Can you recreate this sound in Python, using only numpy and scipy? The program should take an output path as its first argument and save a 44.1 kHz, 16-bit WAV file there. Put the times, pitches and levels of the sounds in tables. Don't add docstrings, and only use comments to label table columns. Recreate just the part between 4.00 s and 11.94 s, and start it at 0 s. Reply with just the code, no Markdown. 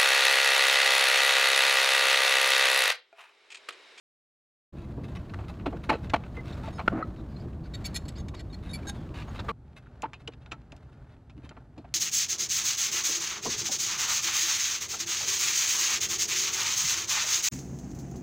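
import sys
import numpy as np
from scipy import signal
from scipy.fft import rfft, irfft, next_fast_len
from scipy.io import wavfile
from scipy.ndimage import uniform_filter1d, map_coordinates

SR = 44100
rng = np.random.default_rng(int(sys.argv[2]) if len(sys.argv) > 2 else 0)


def master_out(mix):
    frames = np.transpose(np.atleast_2d(mix))
    ceiling = np.clip(frames, -1, 1)
    pcm = np.round(ceiling * 32767).astype(np.int16)
    wavfile.write(sys.argv[1], SR, pcm)


N = 350165

# centre in Hz, width in Hz, relative level in dB.
CASTING_MODES = [(289, 50, 3.5), (462, 21.5, 2), (693, 102, 1.5), (888, 26, 6.5), (1000, 42, -7),
                 (1070, 140, -5.5), (1145, 50, -1), (1335, 30, -0.5), (1430, 240, -12.5), (1800, 77, -22),
                 (2220, 20.3, -12.5), (2415, 38.3, -15), (2760, 72, -23.5), (3180, 56, -13.5),
                 (3970, 20, -15), (4150, 96, -15), (4750, 60, -37.5)]
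# frequency in Hz, relative level in dB.
CASTING_WASH = [(60, -24), (250, -7.5), (900, -14.5), (2500, -11.5), (4500, -32.5), (6500, -41),
                (10000, -49.5), (15000, -62.5)]
# frequency in Hz, relative level in dB.
STEEL_WASH = [(300, -39.5), (1500, -14), (4000, -12), (7500, -23), (11000, -40), (15000, -56)]
# centre in Hz, width in Hz, relative level in dB.
RATCHET_MODES = [(1360, 57, -9), (2580, 300, 7), (2930, 180, -4), (3750, 200, -5), (4200, 300, -7),
                 (5150, 230, -9), (6860, 400, -13), (8400, 300, -23), (11900, 250, -40)]
# frequency in Hz, relative density in dB per Hz.
RUSTLE_LOW = [(300, -1), (600, 8.5), (1000, 1.5), (1500, 1.5), (2200, -8), (3200, -27.5), (5000, -60.5)]


def amp(db):
    return 10 ** (np.asarray(db) / 20)


def unit(x):
    return x / np.sqrt(np.mean(x ** 2) + 1e-20)


def along(points, hz):
    f, v = np.transpose(points)
    return np.interp(np.log(hz + 1), np.log(f + 1), v)


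def clock(count=N):
    return np.arange(count) / SR


def curves(rows):
    s, *cols = np.transpose(rows)
    return [np.interp(clock(), s, c) for c in cols]


def wobble(rate, count=N):
    knots = rng.standard_normal(int(count * rate / SR) + 4)
    return map_coordinates(knots, [clock(count) * rate])


def filtered(x, response):
    m = next_fast_len(len(x) + SR // 10)
    return irfft(rfft(x, m) * response(np.fft.rfftfreq(m, 1 / SR)), m)[:len(x)]


def noise(spectrum):
    return unit(filtered(rng.standard_normal(N), lambda hz: amp(along(spectrum, hz))))


def held(length, t60, rise):
    t = clock(SR // 6)
    return (1 - np.exp(-t / rise)) * amp(-60 * np.maximum(t - length, 0) / t60)


def friction(envelope, grain_db, rate):
    shape = np.sqrt(envelope)
    clumps = amp(grain_db * wobble(rate, count=len(shape)))
    slips = rfft(rng.standard_normal(len(shape)) * clumps * shape)
    flat = irfft(np.exp(1j * np.angle(slips)), len(shape))
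    return flat * shape


def ring(force, modes, wash, bright_db, vary_db):
    count = len(force)
    hz = np.fft.rfftfreq(2 * count, 1 / SR)
    ripple_db = 4.5 * map_coordinates(rng.standard_normal(size=300), [hz / 80])
    power = amp(along(wash, hz) + ripple_db) ** 2
    for c, width, db in modes:
        gain = amp(db + vary_db * rng.standard_normal())
        resonance = np.abs(hz * width / (c * c - hz * hz + 1j * hz * width))
        power = power + (gain * resonance) ** 2 / (1 + (hz / (2 * c)) ** 4)
    tilt = amp(bright_db * np.log2(np.clip(hz, 200, None) / 1000))
    cepstrum = irfft(np.log(np.sqrt(power) * tilt + 1e-7))[:count]
    response = np.exp(rfft(2 * cepstrum, 2 * count) - cepstrum[0])
    return irfft(rfft(force, 2 * count) * response)[:count]


def favour(modes, mode_hz, boost_db):
    nearest = np.argmin([abs(c - mode_hz) for c, width, db in modes])
    return [(c, width, db + boost_db * (k == nearest)) for k, (c, width, db) in enumerate(modes)]


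def gliding_band(length, start_hz, end_hz, width_hz):
    t = clock(SR // 6)
    turn = 2 * np.pi * np.cumsum(np.interp(t, [0, length], [start_hz, end_hz])) / SR
    in_phase = wobble(width_hz, count=len(t)) * np.sin(turn)
    return in_phase + wobble(width_hz, count=len(t)) * np.cos(turn)


def add(track, s, db, x):
    part = track[round(s * SR):][:len(x)]
    loudest = np.sqrt(uniform_filter1d(x * x, SR // 200).max())
    part += (amp(db) * x / loudest)[:len(part)]


def background(level_db, spectrum, rustle_db, low_db, high_db, hiss_db):
    # frequency in Hz, relative density in dB per Hz.
    rustle_high = [(1200, -9.5), (2600, 6.5), (4200, 4.5), (5500, -3.5), (7000, -4), (10000, -13),
                   (15500, -16)]
    rumble = amp(level_db) * unit(noise(spectrum) * amp(1.06 * wobble(25)))
    rub_db = rustle_db + 2.0 * wobble(120) + 1.2 * wobble(11)
    body = amp(rub_db + low_db) * noise(RUSTLE_LOW)
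    fizz = amp(rub_db + high_db) * noise(rustle_high)
    hiss = amp(hiss_db) * noise([(1000, 6.5), (5000, -2.5), (15500, -14.0)])
    return rumble + hiss + body + fizz


def shop(x):
    # frequency in Hz, t60 in seconds.
    shop_t60 = [(200, 0.55), (2000, 0.22), (6000, 0.33), (14000, 0.055)]
    hz, t, z = signal.stft(rng.standard_normal(SR // 2), SR, nperseg=256)
    tail = signal.istft(z * amp(-60 * t / along(shop_t60, hz)[:, None]), SR, nperseg=256)[1]
    return signal.fftconvolve(x, np.pad(tail, (SR // 200, 0)) / np.linalg.norm(tail))[:N]


def click(bright_db, t60, modes):
    # frequency in Hz, relative level in dB.
    ratchet_wash = [(200, -30), (1200, -2), (3000, -4), (7000, -18), (11000, -45), (15000, -49)]
    buzz_share = 0.079
    force = friction(held(buzz_share * t60, t60, rise=0.000085), grain_db=3.5, rate=900)
    return ring(force, modes, ratchet_wash, bright_db, vary_db=3)


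def ticks(rustle_db):
    ticks_per_s, over_rustle_db, spread_db = 16, 3.5, 5.5
    out = np.zeros(N)
    for when, size, dull in rng.random((round(ticks_per_s * N / SR), 3)):
        i = int(when * N)
        db = rustle_db[i] + over_rustle_db + spread_db * (2 * size - 1)
        add(out, i / SR, db, click(-9 * dull, t60=0.0094, modes=RATCHET_MODES))
    return out


def glove():
    # start in seconds, level in dB, length in seconds.
    brushes = [(0.762, -55, 0.088), (1.034, -49.5, 0.016), (1.08, -53.5, .018), (1.149, -45.5, 0.02),
               (1.188, -57, .012), (1.481, -45, 0.016), (1.833, -44, 0.0243), (2.029, -48, 0.02),
               (2.345, -49.5, 0.025), (2.449, -48.5, 0.064), (2.625, -47.5, 0.06), (3.638, -55, 0.037),
               (4.625, -51.5, 0.078), (4.943, -55, 0.017), (5.139, -45, 0.088), (5.346, -44, 0.021),
               (5.762, -50, 0.013), (5.822, -67.5, 0.051), (6.2, -59.5, 0.015), (6.412, -62.5, 0.016),
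               (6.82, -65, 0.031), (6.919, -64, 0.022), (7.083, -67, 0.056), (7.364, -61.5, 0.046),
               (7.43, -54.5, 0.034)]
    # centre in Hz, width in Hz, relative level in dB.
    glove_modes = [(1370, 410, -5), (2105, 47, 8), (2624, 36, 11), (3800, 220, 2), (6270, 320, -12.5),
                   (9100, 590, -15.5)]
    # frequency in Hz, relative level in dB.
    glove_wash = [(300, -3), (1200, 5.5), (4000, -6), (7000, -19.5), (10000, -24.5), (15000, -30)]
    out = np.zeros(N)
    for s, db, length in brushes:
        force = friction(held(length, t60=0.057, rise=0.0023), grain_db=4.5, rate=440)
        add(out, s, db, ring(force, glove_modes, glove_wash, bright_db=0, vary_db=1.0))
    return out


def ratchet():
    # start in seconds, level in dB, brightness in dB/octave, t60 in seconds,
    # favoured mode in Hz, its boost in dB.
    contacts = [(1.295, -53, -5, .044, 4050, 19), (1.596, -49, -8, 0.023, 4050, 6),
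                (1.611, -52, -11, 0.022, 2930, 2), (2.097, -40, -0.5, 0.037, 2930, 3),
                (2.139, -34, -4, .03, 4200, 12), (2.159, -44, -3, 0.035, 4200, 4),
                (2.236, -44.5, -8.5, 0.032, 1360, 5), (2.263, -56, -8, 0.025, 1360, 5),
                (2.543, -52, -1, .012, 5150, 8), (5.392, -38.5, -9, .06, 4050, 7),
                (6.021, -39, 5.5, 0.024, 6860, 8), (6.133, -40, -3.5, 0.064, 2580, 4),
                (6.218, -64, 0, 0.013, 4050, 2), (6.2751, -34.5, 0.5, 0.032, 2930, 14),
                (6.321, -60, -2, .05, 4050, 14), (6.335, -54.5, -2.5, .025, 3750, 12),
                (6.459, -51, -4, 0.035, 3750, 12), (6.513, -49.5, -2, 0.038, 2580, 2),
                (6.517, -34.5, -1.5, 0.042, 6860, 9), (6.72, -46.5, 2, 0.034, 2580, 3),
                (6.764, -58.5, 9, 0.02, 6860, -2), (7.297, -55, -3, 0.051, 1360, 5),
                (7.492, -47.5, 2.5, .028, 2580, -7), (7.778, -56, 2, 0.074, 4050, 15)]
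    out = np.zeros(N)
    for s, db, bright_db, t60, mode_hz, boost_db in contacts:
        add(out, s, db, click(bright_db, t60, favour(RATCHET_MODES, mode_hz, boost_db)))
    return out


def bolt_modes(place):
    # centre in Hz, width in Hz, relative level rubbed on the shank in dB, on the head in dB.
    resonances = [(1624, 120, -14, -18), (1930, 40, -6, -18), (2287, 90, -13, -3), (2920, 72, -15, -20),
                  (3430, 60, -13, -7), (3760, 40, 2, -15), (4230, 52, -11, -12), (4420, 50, -13, 4),
                  (5276, 53, -11, -9), (6480, 70, -4, -19), (6600, 60, -14, -30), (7370, 90, -11, -8),
                  (7840, 50, -22, -28), (9220, 80, -24, -20), (9420, 90, -10, -30), (9840, 60, -32, -11),
                  (11200, 70, -21, -15), (11450, 100, -27, -25), (13000, 110, -31, -32),
                  (13500, 60, -42, -32), (14900, 90, -34, -25), (15170, 100, -36, -20)]
    place = np.clip(place, 0, 1)
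    return [(hz, width, shank_db + place * (head_db - shank_db))
            for hz, width, shank_db, head_db in resonances]


def rasps():
    # start in seconds, level in dB, length in seconds, start pitch in Hz, end pitch in Hz.
    drags = [(2.468, -55, .045, 3700, 3600), (2.522, -50, 0.015, 3950, 3800),
             (2.655, -54.5, .035, 2300, 3000), (3.16, -63, 0.052, 3900, 3800),
             (3.287, -69.5, 0.15, 4800, 4600), (3.386, -60.5, 0.038, 4600, 4860),
             (3.635, -60.5, 0.036, 4400, 4660), (3.866, -51, 0.023, 4700, 4100),
             (4.091, -56, 0.013, 4300, 4580), (4.153, -52, 0.028, 4200, 5130),
             (4.358, -55, 0.042, 4750, 4150), (4.778, -67, 0.056, 3100, 3100),
             (4.937, -63, 0.097, 3500, 3280), (5.139, -49.5, 0.092, 2700, 2600),
             (5.355, -57, 0.036, 3700, 3900), (5.39, -42, 0.014, 3800, 3500)]
    out = np.zeros(N)
    for s, db, length, start_hz, end_hz in drags:
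        drag = held(length, t60=0.019, rise=.004)
        squeal = gliding_band(length, start_hz, end_hz, width_hz=650) * drag
        force = friction(drag, grain_db=1, rate=540)
        grit = ring(force, bolt_modes(.5), STEEL_WASH, bright_db=-4, vary_db=3)
        add(out, s, db, unit(squeal) + unit(grit))
    return out


def bolt():
    # start in seconds, level in dB, length in seconds, place from shank 0 to head 1,
    # favoured mode in Hz, its boost in dB, grit over tone in dB, brightness in dB/octave.
    strokes = [(2.725, -59, .055, .1, 6600, 7, -14, .5), (3.737, -40.5, .017, .6, 3760, 12, -6, -1.5),
               (3.842, -40, .0094, .6, 2287, 6, -6, -1), (3.851, -34.5, .016, .65, 6600, 16, -8, 3),
               (3.943, -36, .014, .35, 4230, 12, -10, 3), (3.958, -30.5, .014, .3, 4230, 13, -5, 2.3),
               (4.053, -55, .01, .6, 4230, 14, -10, 1), (4.081, -43.5, .012, .4, 7840, 17, -3, 1.5),
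               (4.18, -50.5, .03, .45, 6480, 7, -9, -2), (4.283, -47, .002, .3, 6480, 4, 3, -1),
               (4.344, -47, .006, .3, 4230, 6, 3, -2), (4.392, -48, .017, .35, 4420, 8, -3, -2),
               (4.499, -59, .02, .1, 3760, 3, -13, -2), (4.526, -45.5, .025, .5, 4230, 12, -10, -1),
               (4.691, -46.5, .039, 0, 3760, 4, -19, -1), (4.733, -38.5, .026, 1, 4420, 1, -14, .7),
               (4.829, -53, .003, .8, 2287, 14, -3, -7), (4.869, -39, .026, .2, 1624, 17, -8, 3.6),
               (4.893, -36, .006, .15, 9420, 4, -6, 2.5), (5.28, -59, .017, 0, 6600, 30, -14, -1)]
    glide_share = .007
    contact_width_hz = 76
    out, t = np.zeros(N), clock(SR // 6)
    for s, db, length, place, mode_hz, boost_db, grit_db, bright_db in strokes:
        modes = favour(bolt_modes(place), mode_hz, boost_db)
        hz, width, level_db = np.transpose(modes)[..., None]
        luck, detune, lead, lag = rng.standard_normal((4, len(modes), 1))
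        gain = amp(level_db + 3 * luck + bright_db * np.log2(hz / hz[0]))
        bend = 1 + .005 * np.array([wobble(220, count=len(t)) for _ in modes])
        bend = bend + glide_share * rng.standard_normal() * np.maximum(1 - t / length, 0)
        turn = 2 * np.pi * (hz + .5 * width * detune) * np.cumsum(bend, axis=1) / SR + np.pi * lead
        pair = np.sin(turn) + 0.5 * np.sin(turn + np.pi * (width * t + lag))
        song = np.sum(gain * pair, axis=0)
        stroke = held(length, t60=0.03, rise=0.0016)
        after_ring = amp(-28) * held(length, t60=.22, rise=.005)
        tone = song * (stroke * amp(2 * wobble(250, count=len(t))) + after_ring)
        damped = [(c, w + contact_width_hz, mode_db) for c, w, mode_db in modes]
        force = friction(stroke, grain_db=2.5, rate=710)
        grit = ring(force, damped, STEEL_WASH, bright_db, vary_db=2.5)
        add(out, s, db, unit(tone) + amp(grit_db) * unit(grit))
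    return out


def slide():
    length_s, end_s, end_db = 0.12, 3.02, -37.5
    t = clock() - end_s
    swell_db = 14 * np.minimum(t, 0) / length_s - 60 * np.maximum(t, 0) / 0.021
    return amp(end_db) * amp(swell_db) * (t > -length_s) * noise(RUSTLE_LOW)


def belt():
    # start in seconds, level in dB.
    flops = [(2.917, -26.5), (2.943, -28.5), (2.97, -31), (3.185, -41)]
    # start in seconds, level in dB, length in seconds, pitch in Hz.
    pings = [(2.369, -42.5, 0.028, 2056), (2.636, -46, 0.038, 900), (2.747, -61, .03, 5120),
             (3.026, -57.5, 0.0025, 4120), (3.026, -27, 0.003, 1290), (3.025, -42.5, 0.0028, 1950),
             (3.363, -52.5, 0.0054, 4170), (4.875, -46.5, .03, 807), (4.869, -44.5, 0.036, 1614)]
    # centre in Hz, width in Hz, relative level in dB.
    belt_modes = [(90, 18, -36), (231, 63, 6.5), (320, 10, 13.5), (380, 58, -20), (678, 39, 2.5),
                  (1216, 320, -3)]
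    belt_wash = [(100, -11.5), (700, -6.0), (2000, -51), (8000, -74)]  # Hz, dB
    out, t = np.zeros(N), clock(SR // 6)
    for s, db in flops:
        force = friction(held(0.011, t60=0.12, rise=0.00051), grain_db=-2, rate=308)
        add(out, s, db, ring(force, belt_modes, belt_wash, bright_db=-5.0, vary_db=1.5))
    for s, db, length, hz in pings:
        phase = 2 * np.pi * np.cumsum(hz * (1 + 0.004 * wobble(250, count=len(t)))) / SR
        flutter = amp(2.1 * wobble(150, count=len(t)))
        add(out, s, db, np.sin(phase) * flutter * held(length, t60=0.044, rise=0.0006))
    return out


def clack():
    out, t = np.zeros(N), clock(SR // 6)
    dead_ring = np.sin(2 * np.pi * 1390 * t) * held(0.0056, t60=0.0044, rise=0.00015)
    add(out, 2.8783, -16.5, dead_ring)
    u = t / 0.00013
    push = u ** 2 * np.exp(-u) - 0.4 * (u / 5) ** 2 * np.exp(-u / 5)
    add(out, 2.8811, -16, push)
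    force = friction(held(0.025, t60=0.0078, rise=0.00087), grain_db=2.5, rate=1800)
    crack = ring(force, CASTING_MODES, CASTING_WASH, bright_db=0.0, vary_db=-2)
    add(out, 2.878, -24, crack * held(0.0046, t60=0.013, rise=0.00035))
    return out


def judder():
    start_s, length_s, level_db = 1.91, .047, -24
    fade_db_per_s, rattle_over_groan_db = 250, -4
    out, t = np.zeros(N), clock(SR // 6)
    drag = held(length_s, t60=.025, rise=.002) * amp(-fade_db_per_s * t)
    groan = gliding_band(length_s, start_hz=820, end_hz=420, width_hz=330) * drag
    force = friction(drag, grain_db=3.5, rate=500)
    rattle = ring(force, CASTING_MODES, CASTING_WASH, bright_db=1, vary_db=2)
    add(out, start_s, level_db, unit(groan) + amp(rattle_over_groan_db) * unit(rattle))
    return out


def tensioner():
    # start in seconds, level in dB, damping t60 in seconds, favoured mode in Hz,
    # its boost in dB, brightness in dB/octave.
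    blows = [(0.974, -36.5, 0.2, 455, 4, -7.5), (1.336, -39.5, 0.028, 1510, 26, 2.5),
             (1.387, -42.5, 0.056, 689, 10, 0.5), (1.407, -49, 0.041, 1800, 12, 0.5),
             (1.436, -48, .04, 1070, 10, 0), (1.658, -28.5, 0.046, 689, 0, 0.5),
             (1.665, -26, .16, 300, 24, 1.5), (1.725, -36.5, 0.042, 689, 10, -5),
             (1.738, -37, 0.048, 455, 11, -8), (1.763, -51, 0.023, 1510, 22, 0),
             (1.89, -25.5, 0.06, 300, 20, 1), (1.893, -18, 0.075, 885, 4.5, 1.6),
             (1.915, -28.5, 0.2, 300, 14, -2), (2.135, -17.5, 0.048, 689, 9, .6),
             (2.157, -31, .022, 689, 4, 2), (2.372, -38.5, 0.14, 455, 10, -3.5),
             (2.675, -35.5, 0.044, 689, 11, -3), (2.781, -39, .04, 1335, 12, 1.5),
             (2.792, -31, 0.038, 1070, 9, 0), (2.806, -37.5, .03, 1070, 11, -1.5),
             (3.457, -38, .04, 300, 18, -10), (4.338, -45, 0.066, 1070, 18, 2),
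             (5.279, -43, 0.032, 1070, 12, -3), (5.386, -44, .03, 1335, 12, 1),
             (4.89, -43, 0.028, 885, 12, 3), (5.483, -29, 0.51, 1145, 22, 0.5),
             (5.486, -31, 0.4, 455, 17.5, 3), (5.86, -54, .06, 1510, 25, -2.5),
             (6.029, -29.5, 0.077, 885, 20.5, -0.5), (6.035, -37, 0.17, 1000, 24, -0.5),
             (6.052, -37, 0.018, 1510, 20, -4), (6.278, -38, 0.055, 455, 12, -5),
             (6.518, -39.5, 0.2, 1350, 14, 0), (6.722, -46.5, 0.12, 689, 8.5, -4.5),
             (7.366, -42.5, 0.073, 300, 26, -14.5), (7.432, -42.5, .15, 455, 1, -14.5),
             (7.509, -47, 0.063, 1510, 11, -2.5), (7.567, -46, 0.1, 1070, 2.5, -1.5),
             (7.772, -40.5, 0.23, 300, 3, -10), (7.843, -47, 0.097, 689, 8, 0)]
    chatter_s, doubles_db = 0.0091, 11.5
    out = np.zeros(N)
    for s, db, t60, mode_hz, boost_db, bright_db in blows:
        chatter = chatter_s * 2 ** (-bright_db / doubles_db)
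        modes = favour(CASTING_MODES, mode_hz, boost_db)
        force = friction(held(chatter, t60=0.12, rise=0.00078), grain_db=2.5, rate=650)
        blow = ring(force, modes, CASTING_WASH, bright_db, vary_db=1.5)
        add(out, s, db, blow * held(chatter, t60, rise=0.00034))
    return out


def scene():
    # frequency in Hz, relative density in dB per Hz.
    near_rumble = [(13, -36), (22, -14.5), (59, 2.5), (123, -2.5), (237, -8.5), (268, -12), (313, -10.5),
                   (447, -21.5), (556, -24.5), (620, -23), (900, -31), (1170, -30), (1980, -120)]
    far_rumble = [(13, -45), (22, -26), (46, -3.5), (64, 2), (92, -6), (129, 0.5), (200, -15.5),
                  (248, -11.5), (318, -18.5), (344, -20.5), (434, -20), (469, -30.5), (592, -30),
                  (900, -28), (1170, -92), (1980, -120)]
    # time in seconds, rustle in dB before band offsets.
    near_rustle = [(0.95, -66), (1.31, -62.5), (2.42, -63.5), (2.58, -57), (2.87, -59.5), (3.19, -65.5),
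                   (3.39, -66), (3.65, -70.5), (3.8, -61), (4.01, -63.5), (4.39, -68.5), (4.6, -66.5),
                   (4.77, -60), (5.18, -63.5), (5.36, -58.5), (5.42, -58.5)]
    far_rustle = [(5.55, -79.5), (5.8, -73), (5.98, -74.5), (6.5, -74), (6.9, -72.5), (7.12, -72),
                  (7.25, -78.5), (7.5, -70.5), (7.68, -79), (7.85, -73)]
    start_s, fade_in_s, switch_s = 0.724, .012, 5.516
    t = clock()

    knocks = tensioner() + judder() + belt() + slide() + clack()
    steel = bolt() + rasps()
    clicks = ratchet()
    answer = shop(amp(-27) * knocks + amp(-26.5) * steel + amp(-33) * clicks)
    work = knocks + steel + clicks + glove() + answer

    near_db, = curves(near_rustle)
    near = background(-37.5, near_rumble, near_db, low_db=7.0, high_db=-4.5, hiss_db=-73)
    near = near + ticks(near_db)
    far_db, = curves(far_rustle)
    far = background(-49.5, far_rumble, far_db, low_db=9.0, high_db=-5.5, hiss_db=-80.0)
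    far = far + ticks(far_db)

    first = (near + work) * np.clip((t - start_s) / fade_in_s, 0, 1) * (t < switch_s)
    second = far * (t >= switch_s) + work * (t > switch_s + .2)
    return first + np.array([np.pad(second, (1, 0))[:N], second])


def record(dry):
    top_hz = 15780
    return np.array([filtered(x, lambda hz: np.clip((top_hz - hz) / 100, 0, 1)) for x in dry])


dry = scene()
out = record(dry)
master_out(out)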